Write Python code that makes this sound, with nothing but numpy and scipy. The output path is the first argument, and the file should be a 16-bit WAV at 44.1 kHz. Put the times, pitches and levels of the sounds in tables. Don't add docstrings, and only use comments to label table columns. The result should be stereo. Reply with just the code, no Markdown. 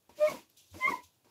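import sys
import numpy as np
from scipy import signal
from scipy.fft import rfft, irfft
from scipy.io import wavfile
from scipy.ndimage import uniform_filter1d

SR = 44100
rng = np.random.default_rng(int(sys.argv[2]) if len(sys.argv) > 2 else 0)


def to_linear_factor(level_db):
    exponent = np.asarray(level_db, float) / 20
    return 10 ** exponent


def dump(signal):
    limited = np.clip(np.atleast_2d(signal).T, -1, 1)
    pcm = np.round(limited * 32767).astype(np.int16)
    wavfile.write(sys.argv[1], SR, pcm)


N = 57330


def evened(x):
    return x / np.sqrt(np.mean(x ** 2) + 1e-20)


def read(points, hz):
    f, value = np.transpose(points)
    return np.interp(np.log(hz + 1), np.log(f + 1), value)


def add(mix, start_s, sound):
    part = mix[..., round(start_s * SR):][..., :sound.shape[-1]]
    part += sound[..., :part.shape[-1]]


def curve(table):
    t, rows = np.arange(N) / SR, np.transpose(table)
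    inside_s = np.minimum(t - rows[0, 0], rows[0, -1] - t)
    gate = np.clip(inside_s / .006, 0, 1)
    return gate, [np.interp(t, rows[0], row) for row in rows[1:]]


def colour(x, spectrum):
    hz = np.fft.rfftfreq(N, 1 / SR)
    return irfft(rfft(x) * to_linear_factor(read(spectrum, hz)) * (hz < 15700), N)


def noise(spectrum, patchy_db):
    # frequency_hz, coherence [0..1]
    likeness = [(100, 1), (400, 0.23), (1000, 1), (3000, 0.1)]
    frames, hz = N // 64 + 5, np.fft.rfftfreq(256, 1 / SR)
    a, b, c, d, patch = rng.standard_normal((frames, 129, 5)).T
    patch = uniform_filter1d(patch, size=6, axis=0)
    patch = evened(uniform_filter1d(patch, size=8, axis=1))
    same = np.clip(read(likeness, hz), -1, 1)[:, None]
    left = a + 1j * b
    right = same * left + np.sqrt(1 - same ** 2) * (c + 1j * d)
    z = np.array([left, right]) * to_linear_factor(patchy_db * patch)
    white = signal.istft(z, nperseg=256, noverlap=192)[1][:, :N]
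    return evened(colour(white, spectrum))


def turns_of(hz):
    wobble, wobble_s = .002, .004
    wander = uniform_filter1d(rng.standard_normal(len(hz)), max(int(wobble_s * SR), 2))
    return 2 * np.pi * np.cumsum(hz * (1 + wobble * evened(wander))) / SR


def air():
    # frequency_hz, density_db
    air_spectrum = [(25, -11), (60, -9), (90, 6), (200, -11.5), (290, -6), (1300, -19), (3500, -24),
                    (15500, -25.5)]
    return to_linear_factor(-72.5) * noise(air_spectrum, 1.1)


def kitchen(x):
    # frequency_hz, t60_s
    room_t60 = [(200, .25), (1000, .2), (4000, .18), (12000, .13)]
    taps, slots = np.zeros((2, SR // 2)), np.arange(200, SR // 2 - 20, 20)
    at = slots + rng.integers(0, 20, (2, len(slots)))
    np.put_along_axis(taps, at, rng.choice([-1., 1.], at.shape), 1)
    hz, t, z = signal.stft(taps, SR, nperseg=256)
    decay = to_linear_factor(-60 * t / read(room_t60, hz)[:, None])
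    tail = signal.istft(z * decay, SR, nperseg=256)[1]
    tail = tail / np.linalg.norm(tail[0])
    return to_linear_factor(-16) * signal.fftconvolve(x[None], tail, axes=1)[:, :N]


def water():
    # start_s, level_db, rise_s, t60_s
    flicks = [
        (0.562, -60, .012, 0.39),
        (1.012, -61.5, 0.025, 0.26),
        (.482, -74.5, 0.013, 0.7),
        (.66, -77.5, 0.02, 0.6),
        (.69, -71, .02, 0.93),
        (1.125, -85, .02, 0.28),
    ]
    # frequency_hz, density_db
    spray = [(1500, -24), (2300, -9), (3600, -1.5), (4600, -6), (6200, -3.5), (8800, -10), (12000, -9.5),
             (15500, -13.5)]
    level, drop, t = np.zeros(N), np.zeros(N), np.arange(0, .25, 1 / SR)
    for start_s, level_db, rise_s, t60_s in flicks:
        rise = np.minimum(t / rise_s, 1) ** 2
        add(level, start_s, rise * to_linear_factor(level_db - 60 * np.maximum(t - rise_s, 0) / t60_s))
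    ring = to_linear_factor(-54 - 60 * t / .012) * np.sin(2 * np.pi * 12400 * t)
    add(drop, .4995, ring * (1 + 0.46 * rng.standard_normal(len(t))))
    return level * noise(spray, 1.6) + drop


def panel(damp):
    # pitch_hz, level_db, t60_s
    modes = [(295, -6, .15), (433, -8, .2), (590, -3, .2), (800, -12, .1), (955, -6, .25), (1100, -11, .12)]
    t = np.arange(SR // 4) / SR
    return sum(to_linear_factor(db - 60 * t / (t60_s * damp)) * np.sin(2 * np.pi * hz * t) for hz, db, t60_s in modes)


def bumps():
    # start_s, knock_db, crack_db
    landings = [
        (0.0926, -54.5, -73.5),
        (0.113, -66, -82.5),
        (0.7417, -84, -66),
    ]
    tail_t60_s, rise_s = .08, .003
    out, t = np.zeros(N), np.arange(0, .25, 1 / SR)
    dull = signal.butter(2, 2400, fs=SR)
    rattles = np.minimum(t / rise_s, 1) * rng.standard_normal((len(landings), len(t)))
    for (start_s, knock_db, crack_db), rattle in zip(landings, rattles):
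        push = rattle * to_linear_factor(-240 * t / tail_t60_s)
        knock = signal.oaconvolve(push, panel(0.22))[:len(t)]
        crack_decay = to_linear_factor(-400 * t / tail_t60_s) + to_linear_factor(-12.0 - 60 * t / tail_t60_s)
        crack = signal.lfilter(*dull, rattle) * crack_decay
        add(out, start_s, 2 * to_linear_factor(knock_db) * knock / abs(knock).max() + 2 * to_linear_factor(crack_db + 13.5) * crack)
    return out


def strokes():
    # time_s, speed as hiss_db, pressure on the panel re speed_db
    paths = [
        [(.09, -67, 3), (.15, -73.5, -1.5), (.163, -64, -8.5), (.2, -58, 1), (.25, -53, -12.5),
         (.3, -48.5, 4.5), (.36, -55, 5), (.41, -62.5, 0.5), (.485, -79.5, -8.5)],
        [(.725, -80, 1.5), (.738, -64.5, -5.5), (.745, -58, 4), (.762, -60, 6.5), (.82, -55.5, -12),
         (.865, -54.5, -0.5), (.904, -51, 7.5), (.96, -57.5, 2), (1.03, -73, 1.5)],
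        [(1.242, -71.5, 6.5), (1.265, -76, 4.5), (1.31, -75, 4.5)],
    ]
    # frequency_hz, density_db
    hiss = [(700, -30), (1300, -7), (2200, 2.5), (3000, -3.5), (6200, -5.5), (9000, -11), (12400, -11.5),
            (15500, -14.5)]
    scrape = [(60, -20), (150, -9), (330, -1), (500, -6.5), (800, -11), (1100, -13.5), (1600, -20.5),
              (2300, -37)]
    slips_per_s = 320
    speed, press = np.zeros(N), np.zeros(N)
    for path in paths:
        gate, (speed_db, press_db) = curve(path)
        speed += gate * to_linear_factor(speed_db)
        press += gate * to_linear_factor(speed_db + press_db)
    strength = to_linear_factor(1.8 * np.minimum(rng.exponential(1, N), 4))
    slips = strength * (rng.random(N) < slips_per_s / SR) * rng.choice([-1, 1], N)
    rung = evened(signal.oaconvolve(slips, panel(.2))[:N])
    rub = speed * noise(hiss, 1.5) + press * to_linear_factor(2.5) * noise(scrape, 2.8)
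    return rub, press * to_linear_factor(-5) * rung


def chatter():
    # peak_s, pitch_hz, peak_db, length_s
    skips = [(.277, 2230, -35, .013), (.285, 2220, -37, .012), (.295, 2220, -45, .009),
             (.302, 2230, -45, .011), (.312, 2200, -44, .013), (.324, 2240, -53, .012),
             (.287, 1150, -36, .013), (.3, 1090, -37, .016), (.31, 1060, -47, .01), (.321, 625, -40, .028),
             (.298, 560, -45, .014), (.341, 560, -48, .016), (.353, 520, -50, .012), (.347, 980, -44, .014),
             (.335, 950, -50, .012), (.392, 950, -55, .014), (.881, 1120, -25, .016),
             (.897, 1100, -30, .014), (.878, 2170, -29, .013), (.89, 2190, -32, .014),
             (.901, 2150, -41, .011), (.911, 2140, -40, .012), (.92, 2105, -38.5, .012),
             (.927, 1955, -39, .018), (.913, 1120, -43, .008), (.923, 980, -33, .02),
             (.941, 985, -29.5, .017), (.955, 1000, -35, .012), (.969, 955, -42, .014),
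             (.905, 290, -40, .018), (.297, 290, -46, .02), (.356, 270, -47, .02), (.887, 1330, -46, .016),
             (.885, 2450, -48, .012), (.899, 2380, -50, .01), (.909, 520, -46, .012),
             (.926, 320, -50, .014), (.958, 330, -53, .014), (.904, 1500, -52, .012)]
    ring_s, pitch_spread = .04, .03
    out, luck = np.zeros(N), rng.random((len(skips), 2))
    for (peak_s, hz, db, length_s), (phase, bend) in zip(skips, luck):
        t = np.arange(0, length_s + ring_s, 1 / SR)
        swell = np.sin(np.pi * np.minimum(t / length_s, 1)) ** 2
        ring = to_linear_factor(-4.0 - 60 * np.abs(t - length_s / 2) / ring_s) * (t > length_s / 2)
        pitch_hz = hz * (1 + pitch_spread * (bend - .5) * (t / length_s - .5))
        tone = np.sin(turns_of(pitch_hz) + 2 * np.pi * phase)
        add(out, peak_s - length_s / 2, np.sqrt(2) * to_linear_factor(db) * np.maximum(swell, ring) * tone)
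    return out


def beads(depth_db):
    flicker = uniform_filter1d(rng.standard_normal(N), max(int(.006 * SR), 2))
    return to_linear_factor(depth_db * evened(flicker))


def squeaks():
    # time_s, pitch_hz, level_db, overtone_db
    low_squeak = [(.174, 589, -70, -95), (.188, 592, -46.5, -80), (.197, 598, -45, -66),
                  (.207, 600, -31.5, -52), (.22, 603, -24.5, -45), (.236, 607, -21.5, -42.5),
                  (.257, 612, -24.5, -42), (.284, 615, -34, -49), (.293, 612, -50, -60)]
    # multiple, level_db, flicker_db
    low_orders = [(2, 0, 1), (3, -10, 2.5), (4, -7.5, 3.5), (5, -20, 4), (6, -21, 4)]
    # time_s, pitch_hz, level_db, octave_db, third_partial_db
    high_squeak = [(.796, 1023, -62, -75, -85), (.804, 1026, -50, -56, -75), (.812, 1027, -45, -45.5, -60),
                   (.829, 1031, -35, -36.5, -53), (.848, 1041, -36.5, -26.5, -55),
                   (.861, 1054, -35.5, -24, -51), (.868, 1060, -34, -27, -52), (.875, 1075, -38, -46, -58)]
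    # start_s, length_s, pitch_hz, glide_hz, level_db
    dragged = [(.235, .08, 1030, 70, -49), (.83, .07, 605, 0, -48), (.958, .05, 950, 10, -50),
               (1.005, .05, 990, 10, -61), (.925, .09, 2125, -20, -55), (.965, .045, 1975, 0, -61),
               (.775, .04, 590, 40, -55), (.75, .035, 290, 70, -51), (.0935, .006, 950, -200, -57),
               (.712, .09, 88, 0, -50), (1.03, .075, 85, 0, -63), (.18, .03, 320, 10, -58),
               (.32, .08, 950, 0, -58), (.868, .035, 3200, 130, -54), (.105, .05, 75, 0, -68),
               (.245, .035, 3060, 20, -60), (.156, .016, 4400, 0, -73), (.255, .04, 1300, 60, -52)]
    gate, (hz, db, over_db) = curve(low_squeak)
    angle = turns_of(hz)
    low = to_linear_factor(db) * np.sin(angle)
    for k, order_db, flicker_db in low_orders:
        low += to_linear_factor(over_db + order_db) * beads(flicker_db) * np.sin(k * angle)
    out = gate * low
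    gate, (hz, db, octave_db, third_db) = curve(high_squeak)
    angle = turns_of(hz)
    high = to_linear_factor(db) * np.sin(angle) + to_linear_factor(octave_db) * np.sin(2 * angle)
    high += to_linear_factor(third_db) * beads(1.5) * np.sin(3 * angle)
    out += gate * high
    for start_s, length_s, hz, glide_hz, db in dragged:
        u = np.arange(0, length_s, 1 / SR) / length_s
        swell = np.sin(np.pi * u ** .75)
        add(out, start_s, to_linear_factor(db) * swell * np.sin(turns_of(hz + glide_hz * u)))
    return np.sqrt(2) * out


def scene():
    rub, rung = strokes()
    steel = squeaks() + chatter() + bumps() + rung
    wet = rub + water()
    return steel + wet + kitchen(steel + wet.mean(0)) + air()


def sway(heard):
    # low_hz, high_hz
    sway_band = [1000, 2600]
    depth, smooth = .45, int(.03 * SR)
    band = signal.butter(2, sway_band, "band", fs=SR, output="sos")
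    high = signal.sosfiltfilt(band, heard.mean(0))
    drift = uniform_filter1d(uniform_filter1d(rng.standard_normal(N), smooth), smooth)
    apart = depth * evened(drift) * signal.hilbert(high).imag
    return heard + np.array([apart, -apart])


def low_pass(x):
    return signal.sosfilt(signal.butter(12, 15610, fs=SR, output="sos"), x)


def record(dry):
    # frequency_hz, level_db
    balance = [(30, 5), (80, 9), (300, 4), (600, 2.6), (1050, 1.5), (2100, 2), (5500, 2.2), (12500, -6)]
    # frequency_hz, phase_rad
    lead = [(200, .1), (605, -.4), (970, -2.3), (1045, -2), (1130, .4), (2080, -.6), (2200, .4),
            (2450, 2.2)]
    hz = np.fft.rfftfreq(2 * N, 1 / SR)
    port = to_linear_factor(read(balance, hz) / 2) * np.exp(.5j * read(lead, hz))
    middle = np.maximum(abs(port + 1 / port) / 2, .5)
    dip = 1 - .47 * np.exp(-((hz - 8550) / 550) ** 2)
    low_cut = hz ** 2 / (hz ** 2 + 52 ** 2)
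    ports = np.array([port, 1 / port])
    heard = irfft(rfft(dry, 2 * N) * dip / middle * low_cut * ports, 2 * N)[:, :N]
    return low_pass(sway(heard))


dry = scene()
out = record(dry)
dump(out)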